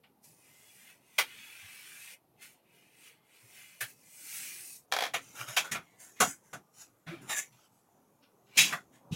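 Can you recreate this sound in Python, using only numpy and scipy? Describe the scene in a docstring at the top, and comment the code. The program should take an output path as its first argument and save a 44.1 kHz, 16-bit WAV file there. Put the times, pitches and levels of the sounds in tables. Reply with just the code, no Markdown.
"""Cutting foam board with a craft knife

A blade is drawn through foam board on a table in a quiet room, close to a single microphone.
It rasps and hisses; the paper skin snaps; the loose piece creaks, rubs and thumps as it is pulled free.
Filtered, uneven noise makes the rasps, hisses, snaps and creaks; sine waves make the soft booms and a short ring.
"""
import sys
import numpy as np
from scipy import signal
from scipy.fft import rfft, irfft, next_fast_len
from scipy.io import wavfile
from scipy.ndimage import uniform_filter1d, map_coordinates

SR = 44100
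rng = np.random.default_rng(int(sys.argv[2]) if len(sys.argv) > 2 else 0)


def store_pcm(level_fs):
    """Save levels as 16-bit WAV."""
    pcm = np.round(np.clip(level_fs, -1, 1) * 32767).astype(np.int16)
    wavfile.write(sys.argv[1], SR, np.atleast_2d(pcm).T)


N = 403515
T = np.arange(N) / SR  # time in seconds
CUT_ENDS = 4.88  # seconds; after this the piece is worked loose by hand


def amp(db):
    """Turn decibels into a plain multiplier."""
    return 10 ** (np.asarray(db) / 20)


def unit(x):
    """Scale x to an rms of 1."""
    return x / np.sqrt(np.mean(x ** 2) + 1e-20)


def coloured(x, points):
    """Filter x to follow (Hz, dB) points, without looking ahead; white noise of rms 1 keeps rms 1."""
    f, v = np.transpose(points)
    hz = np.fft.rfftfreq(4096, 1 / SR)
    gain = amp(np.interp(np.log(hz + 1), np.log(f), v, left=-80)) + 1e-4
    # Folding the cepstrum gives a minimum-phase filter, which acts as early as it can.
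    cepstrum = irfft(np.log(gain))
    cepstrum[1:len(cepstrum) // 2] *= 2
    cepstrum[len(cepstrum) // 2 + 1:] = 0
    response = irfft(np.exp(rfft(cepstrum)))
    return signal.fftconvolve(x, response / np.linalg.norm(response))[:len(x)]


def resonant(x, peaks):
    """Ring x in (Hz, width Hz, dB) resonances, each at that level for white noise of rms 1."""
    total = 0
    for hz, width, db in peaks:
        b, a = signal.iirpeak(hz, hz / width, SR)
        total = total + amp(db) * signal.lfilter(b, a, x) * np.sqrt(SR / np.pi / width)
    return total


def patchy(patchy_db, grain_db, wander_db=0):
    """Noise of rms 1: narrow bands swell and fade, broad bands wander, grains are of uneven size."""
    spectrum = signal.stft(rng.standard_normal(N + 2048), nperseg=1024)[2]
    chance = rng.standard_normal((2, *spectrum.shape))
    # Smooth over frequency (axis 0), then over time (axis 1).
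    narrow = uniform_filter1d(uniform_filter1d(chance[0], size=2, axis=0), size=8, axis=1)
    broad = uniform_filter1d(uniform_filter1d(chance[1], size=12, axis=0), size=14, axis=1)
    gain = amp(patchy_db * unit(narrow) + wander_db * unit(broad))
    noise = signal.istft(spectrum * gain, nperseg=1024)[1][:N]
    grains = unit(uniform_filter1d(rng.standard_normal(N), size=60))
    return unit(noise * amp(grain_db * grains))


# Colour of the microphone's hiss. Each row: frequency in Hz, relative level in dB per Hz.
HUSH_COLOUR = [(710, -37), (1200, -7.5), (2530, -8.5), (7660, -15), (12500, -4), (16000, -14)]


def microphone_hiss():
    """The microphone adds a faint, steady noise of its own."""
    return amp(-78.5) * coloured(patchy(patchy_db=0.0, grain_db=-0.5), HUSH_COLOUR)


# Colour of the flexing board. Each row: frequency in Hz, relative level in dB per Hz.
FLEX_COLOUR = [(30, -27), (85, -15.5), (120, -4), (315, -7), (526, -9.5), (900, -10), (1430, -23),
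               (2420, -61.5)]
# How strongly the board flexes, over the room's murmur. Each row: time in seconds, level in dB.
FLEX_LEVELS = [(0, -72.5), (.3, -69), (2.3, -71.5), (4.87, -69), (5.6, -60), (5.81, -67), (7.26, -73),
               (7.55, -70.5), (8.35, -68.5), (9.0, -66.5), (9.15, -54)]


def flexing():
    """The board flexing under the hands is low noise, over the murmur of the room."""
    flex = coloured(patchy(patchy_db=3.0, grain_db=1.5, wander_db=1.5), FLEX_COLOUR)
    return amp(np.interp(T, *np.transpose(FLEX_LEVELS))) * flex


# Soft pushes of the hands on the sheet. Each row: middle in seconds, peak level in dB, pitch in Hz.
HAND_PUSHES = [(1.65, -57, 96), (3.451, -59.5, 118), (3.84, -51, 120), (5.421, -46.5, 122),
               (5.501, -46.5, 126), (6.226, -39, 240.7), (7.096, -40.5, 165), (7.137, -40, 338),
               (8.609, -40.5, 159), (8.658, -42.5, 187), (8.743, -46, 164)]


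def pushes():
    """Each push sets the sheet booming: a short sine wave that swells and fades smoothly."""
    push_s = 0.013  # seconds, half-width of a push
    boom = np.zeros(N)
    t = T[:SR // 4] - 1 / 8  # zero at the middle of the push
    swell = np.exp(-(t / push_s) ** 2 / 2)
    for s, db, hz in HAND_PUSHES:
        tone = np.sin(2 * np.pi * (hz * t + rng.random()))
        boom[round((s + t[0]) * SR):][:len(t)] += amp(db) * swell * tone
    return boom


# Colour of cracking paper skin. Each row: multiple of the centre frequency, relative level in dB per Hz.
CRACK_COLOUR = [(.35, -21.5), (.7, 12.5), (1.01, 0.9), (1.5, -2.5), (2.4, -28.5)]


def cracked(x, centre_hz):
    """Cracking paper skin gives x a colour gathered around a centre frequency."""
    return coloured(x, np.multiply(CRACK_COLOUR, [centre_hz, 1]))


# Colour of cut edges rubbing. Each row: frequency in Hz, relative level in dB per Hz.
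RUB_HISS_COLOUR = [(2470, -30), (4200, -20.5), (5470, -6), (6240, 1), (7000, 1), (8120, -6), (10800, -7.5),
                   (12500, -13.5), (15600, -17.5)]


def edge_hiss(x):
    """Cut edges rubbing together turn x into a bright hiss."""
    return coloured(x, RUB_HISS_COLOUR)


# Colour of the board's hollow knock. Each row: frequency in Hz, relative level in dB per Hz.
KNOCK_COLOUR = [(260, -14), (450, -10.5), (715, -4.5), (906, -6), (1500, 1.5), (1950, -29), (3300, -120)]


def hollow_knock(x):
    """The board answers x with a hollow knock."""
    return coloured(x, KNOCK_COLOUR)


# Resonances of the board. Each row: frequency in Hz, width in Hz, relative level in dB.
BOARD_RESONANCES = [(748, 100, -1), (1410, 80, -4), (1750, 110, -3), (2350, 250, -3), (3280, 160, -2)]


def board_ring(x):
    """The board rings at its own resonances when x shakes it."""
    return resonant(x, BOARD_RESONANCES)


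# Slips of the creaking edges. Each row: time in seconds, relative level in dB.
SLIPS = [(4.917, -34), (4.923, -17.5), (4.9369, -21.5), (4.9647, -22), (4.9874, -23), (5.0067, -23),
         (5.023, -24.5), (5.0373, -24.5), (5.052, -30), (5.065, -35)]


def creak():
    """The edges stick and let go; each slip is a sharp click with a short tail that rings the board."""
    slips = np.zeros(N)
    t = T[:SR // 4]
    # The click falls 60 dB in 0.008 s, its tail in 0.14 s.
    click = 0.4 * amp(-60 * t / 0.008) + 0.13 * amp(-60 * t / 0.14)
    for s, db in SLIPS:
        slips[round(s * SR):][:len(t)] += amp(db) * click
    fibres = slips * rng.standard_normal(N)
    body = amp(-1) * hollow_knock(fibres) + amp(-3) * board_ring(fibres)
    return amp(-2.5) * cracked(fibres, centre_hz=2985) + body + amp(-5.5) * edge_hiss(fibres)


# Ringing of the freed piece as it tears off.
# Each row: frequency in Hz, relative level in dB, time to fall 60 dB in seconds.
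PIECE_RINGING = [(3860, 4, 0.18)]


def piece():
    """The freed piece rings as it comes loose: a sine wave that rises quickly and dies away."""
    t = np.clip(T - 8.59, 0, 1)  # seconds since it came loose
    ring = sum(amp(db - 60 * t / t60) * np.sin(2 * np.pi * hz * t) for hz, db, t60 in PIECE_RINGING)
    return amp(-23.0) * (1 - np.exp(-t / 0.0032)) * ring


# Resonances of the slit between the edges. Each row: frequency in Hz, width in Hz, relative level in dB.
SLIT_RESONANCES = [(6250, 260, -8), (7000, 400, -14)]
# Fingers and cut edges rubbing. Each row: start in seconds, length in seconds, relative level at the
# end of the rub in dB, swell over the length in dB, hiss against rasp in dB, rasp centre in Hz.
RUB_EVENTS = [(5.218, 0.46, -62.5, -0.5, 3.5, 3150), (5.358, 0.054, -39.5, 10, -4, 2070),
              (5.485, 0.069, -52, -10, -2.5, 2310), (5.824, 0.27, -75.5, -6, -6, 2550),
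              (6.004, 0.14, -73, -15, 8, 2280), (6.168, 0.026, -54, 4, -8.5, 2515),
              (6.252, 0.057, -52.5, -1.5, 11.5, 2306), (6.442, 0.089, -74.5, 1.5, 6.5, 2000),
              (6.744, .08, -56, 14, 6, 2830), (7.22, 0.059, -60.5, -2.5, -3.5, 1950),
              (7.298, 0.033, -33.5, 2.5, -3, 2650), (7.365, 0.024, -38.5, 5.5, 5, 2510),
              (7.528, 0.125, -67.5, 1.5, -5, 3920), (7.728, 0.062, -80.5, -1.5, 4.5, 3020),
              (8.232, 0.039, -70.5, -7.5, -41.5, 4240), (8.47, 0.07, -61, 10.5, -12, 3010),
              (8.558, 0.018, -37.5, 12.5, -5.5, 3340), (8.648, 0.085, -40.5, 7, -6.5, 1767),
              (8.933, 0.033, -63.5, 3, -5.5, 2410)]


def rubbing():
    """Each rub starts fast, changes level and falls away; it rasps, shakes the board and hisses in the slit."""
    rise, fall = 1200, 364  # dB per second before and after a rub
    gap_grows = 0.6  # extra dB in the slit for each dB of hiss over rasp
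    held_db = -82  # faint rustle while the hands hold the loose piece
    grit = patchy(patchy_db=4, grain_db=1.5, wander_db=2.5)
    rasp, shake, hiss, slit = np.zeros((4, N))
    for s, length, db, swell_db, hiss_db, rasp_hz in RUB_EVENTS:
        span = slice(round(s * SR) - SR // 10, round(s * SR) + SR // 2)
        t = T[span] - s
        left = np.clip(1 - t / length, 0, 1)  # share of the rub still to come
        slopes = rise * np.clip(-t, 0, 1) + fall * np.clip(t - length, 0, 1)
        rub = amp(db - swell_db * left - slopes) * grit[span]
        rasp[span] += cracked(rub, rasp_hz) + resonant(rub, [(0.7 * rasp_hz, 130, -5)])
        shake[span] += rub
        hiss[span] += rub * amp(hiss_db)
        slit[span] += rub * amp((1 + gap_grows) * hiss_db - 7)
    held = amp(held_db) * (T > CUT_ENDS) * grit
    rasp = rasp + amp(-1.0) * cracked(held, centre_hz=1690)
    return rasp + amp(-7) * hollow_knock(shake) + edge_hiss(hiss + held) + resonant(slit, SLIT_RESONANCES)


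# Colour of the foam parting. Each row: frequency in Hz, relative level in dB per Hz.
CUT_HISS_COLOUR = [(2470, -34), (4200, -8), (6100, -1.5), (7680, -3.5), (8120, 0.5), (9470, -0.5),
                   (15600, -6.5)]


def foam_hiss(x):
    """Foam parting turns x into a wide, bright hiss."""
    return coloured(x, CUT_HISS_COLOUR)


# Colour of the whole sheet thudding on the table. Each row: frequency in Hz, relative level in dB per Hz.
THUD_COLOUR = [(28, -27), (59, -18), (151, 3), (233, -3), (450, -12.5), (700, -60.5)]
# Snaps and knocks. Each row: start in seconds, burst level in dB, then hiss, knock and thud against
# the burst in dB, crack centre in Hz, time scale of the decay in seconds.
SNAP_EVENTS = [(0.032, -60, -31, -2, -20, 2900, 0.16), (1.1799, -21, -2.5, -3.5, -48, 3260, 0.14),
               (3.804, -30.5, 0, -10.5, -40, 2310, 0.158), (5.135, -26.5, -6.5, -2.5, -29, 2440, 0.15),
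               (5.5633, -20.5, -2.5, -4.5, -56, 3280, 0.15), (5.6384, -42.5, -5.5, 2, -35, 2240, 0.21),
               (5.7123, -31, 2, -6, -14, 2450, 0.14), (5.7434, -41, -12.5, 6.5, -42, 2280, 0.17),
               (6.2, -25.5, 8, 8.5, -15.5, 2760, 0.16), (6.528, -46, 3, 8.5, -2.5, 2090, 0.14),
               (7.0614, -46, -10, 2, -1.5, 2370, 0.43), (8.5687, -15.5, -1, -19, -29, 3337, 0.28),
               (8.7216, -29.5, -15.5, -4, -28.5, 1990, 0.15),
               (9.1098, -42.5, -2.5, -16.5, -0.5, 3850, 0.51)]


def snaps():
    """Each snap is a burst of tearing fibres whose level falls faster and faster; the whole sheet thuds."""
    rise_share = 0.027  # rise of a snap, as a share of its decay time scale
    crack, bright, knock, thud = np.zeros((4, N + SR))  # one spare second for the last tail
    fibres = np.pad(patchy(patchy_db=3.0, grain_db=0.5), (0, SR))
    t = T[:SR // 2]
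    for s, db, hiss_db, knock_db, thud_db, crack_hz, decay_s in SNAP_EVENTS:
        span = slice(round(s * SR), round(s * SR) + len(t))
        age = t / max(decay_s, .02)
        rise = (1 - np.exp(-age / rise_share)) ** 2
        burst = rise * amp(db - 51.7 * age - 20 * age ** 2) * fibres[span]
        crack[span] += cracked(burst, crack_hz) + resonant(burst, [(crack_hz, 250, -7)])
        bright[span] += burst * amp(hiss_db)
        knock[span] += burst * amp(knock_db)
        thud_rise = (1 - np.exp(-age / 0.0055)) ** 2
        thud[span] += thud_rise * amp(db + thud_db - 10 * age - 17 * age ** 2)
    # The hiss is that of parting foam during the cut, and of rubbing edges afterwards.
    hiss = np.where(T < CUT_ENDS, foam_hiss(bright[:N]), edge_hiss(bright[:N]))
    sheet = thud[:N] * coloured(patchy(patchy_db=-5.5, grain_db=5.0), THUD_COLOUR)
    body = hollow_knock(knock[:N]) + amp(-15.5) * board_ring(knock[:N])
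    return crack[:N] + body + hiss + sheet


# Resonances of the blade in its cut. Each row: frequency in Hz, width in Hz, relative level in dB.
BLADE_RESONANCES = [(2106, 63, -3), (2372, 86, -3.5), (2570, 61, -3.5), (2850, 65, -6.5), (3370, 15, -13),
                    (4150, 60, -17.5), (5200, 83, -14)]


def squeaks(grit):
    """Every resonance of the blade comes and goes by itself, about ten times a second."""
    squeak_db = 4  # size of the swelling and fading
    knots = rng.standard_normal((len(BLADE_RESONANCES), int(10 * T[-1]) + 4))
    total = 0
    for row, peak in zip(knots, BLADE_RESONANCES):
        swell = amp(squeak_db * map_coordinates(row, [10 * T]))  # a smooth curve through the knots
        total = total + swell * resonant(grit, [peak])
    return total


# Colour of the blade's rasp. Each row: frequency in Hz, relative level in dB per Hz.
RASP_COLOUR = [(760, -18.5), (1300, -13.5), (1990, -9.5), (2340, -5.5), (2750, -7.5), (3580, -15),
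               (4500, -16), (5850, -39)]
# Pressure on the blade, one table for each pull of the knife.
# Each row: time in seconds, relative rasp level in dB, hiss against rasp in dB.
KNIFE_PULLS = [
    [(0.2, -112.5, 13), (0.244, -72, 16), (0.36, -80, 13), (0.466, -67, 2.5), (0.76, -66, 5.5),
     (0.9, -58.5, -1), (1.0, -77, 1), (1.17, -65, 2)],
    [(1.28, -54.5, -5.5), (2.136, -53.5, 1.5), (2.22, -100.5, -1)],
    [(2.33, -103, -11.5), (2.428, -52, 0), (2.534, -69, 4), (2.62, -83, -7.5), (2.76, -67.5, -1),
     (2.9, -72, -1), (3.078, -57.5, -0.5), (3.22, -78.5, -11.5)],
    [(3.24, -75.5, -3), (3.36, -65.5, 0), (3.46, -66.5, 3), (3.58, -57, 1.5), (3.78, -66, 2.5)],
    [(3.9, -64, 10.5), (3.958, -78.5, 10), (4.366, -49.5, 9.5), (4.528, -52, 6), (4.76, -68.5, 19.5),
     (4.86, -97.5, 18.5)],
]


def stroke():
    """The moving blade rasps and squeaks in its cut while the parting foam hisses."""
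    s, rasp_db, hiss_db = np.concatenate(KNIFE_PULLS).T
    blade = amp(np.interp(T, s, rasp_db, left=-120, right=-120))
    foam = amp(np.interp(T, s, rasp_db + hiss_db, left=-120, right=-120))
    grit = patchy(patchy_db=3.5, grain_db=1, wander_db=0.5)
    rasp = blade * (0.59 * coloured(grit, RASP_COLOUR) + 0.42 * squeaks(grit))
    hiss = foam * foam_hiss(patchy(patchy_db=4.0, grain_db=1.0))
    return rasp + hiss


def scene():
    """Add all the sounds together and send the same mix to both channels."""
    background = microphone_hiss() + flexing() + pushes()
    mono = background + creak() + piece() + rubbing() + snaps() + stroke()
    return np.array([mono, mono])


def record(dry):
    """The recorder keeps nothing above its band limit."""
    top_hz = 15900
    m = next_fast_len(N + SR // 2)
    kept = np.fft.rfftfreq(m, 1 / SR) < top_hz
    return irfft(rfft(dry, m) * kept, m)[:, :N]


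dry = scene()
out = record(dry)
store_pcm(out)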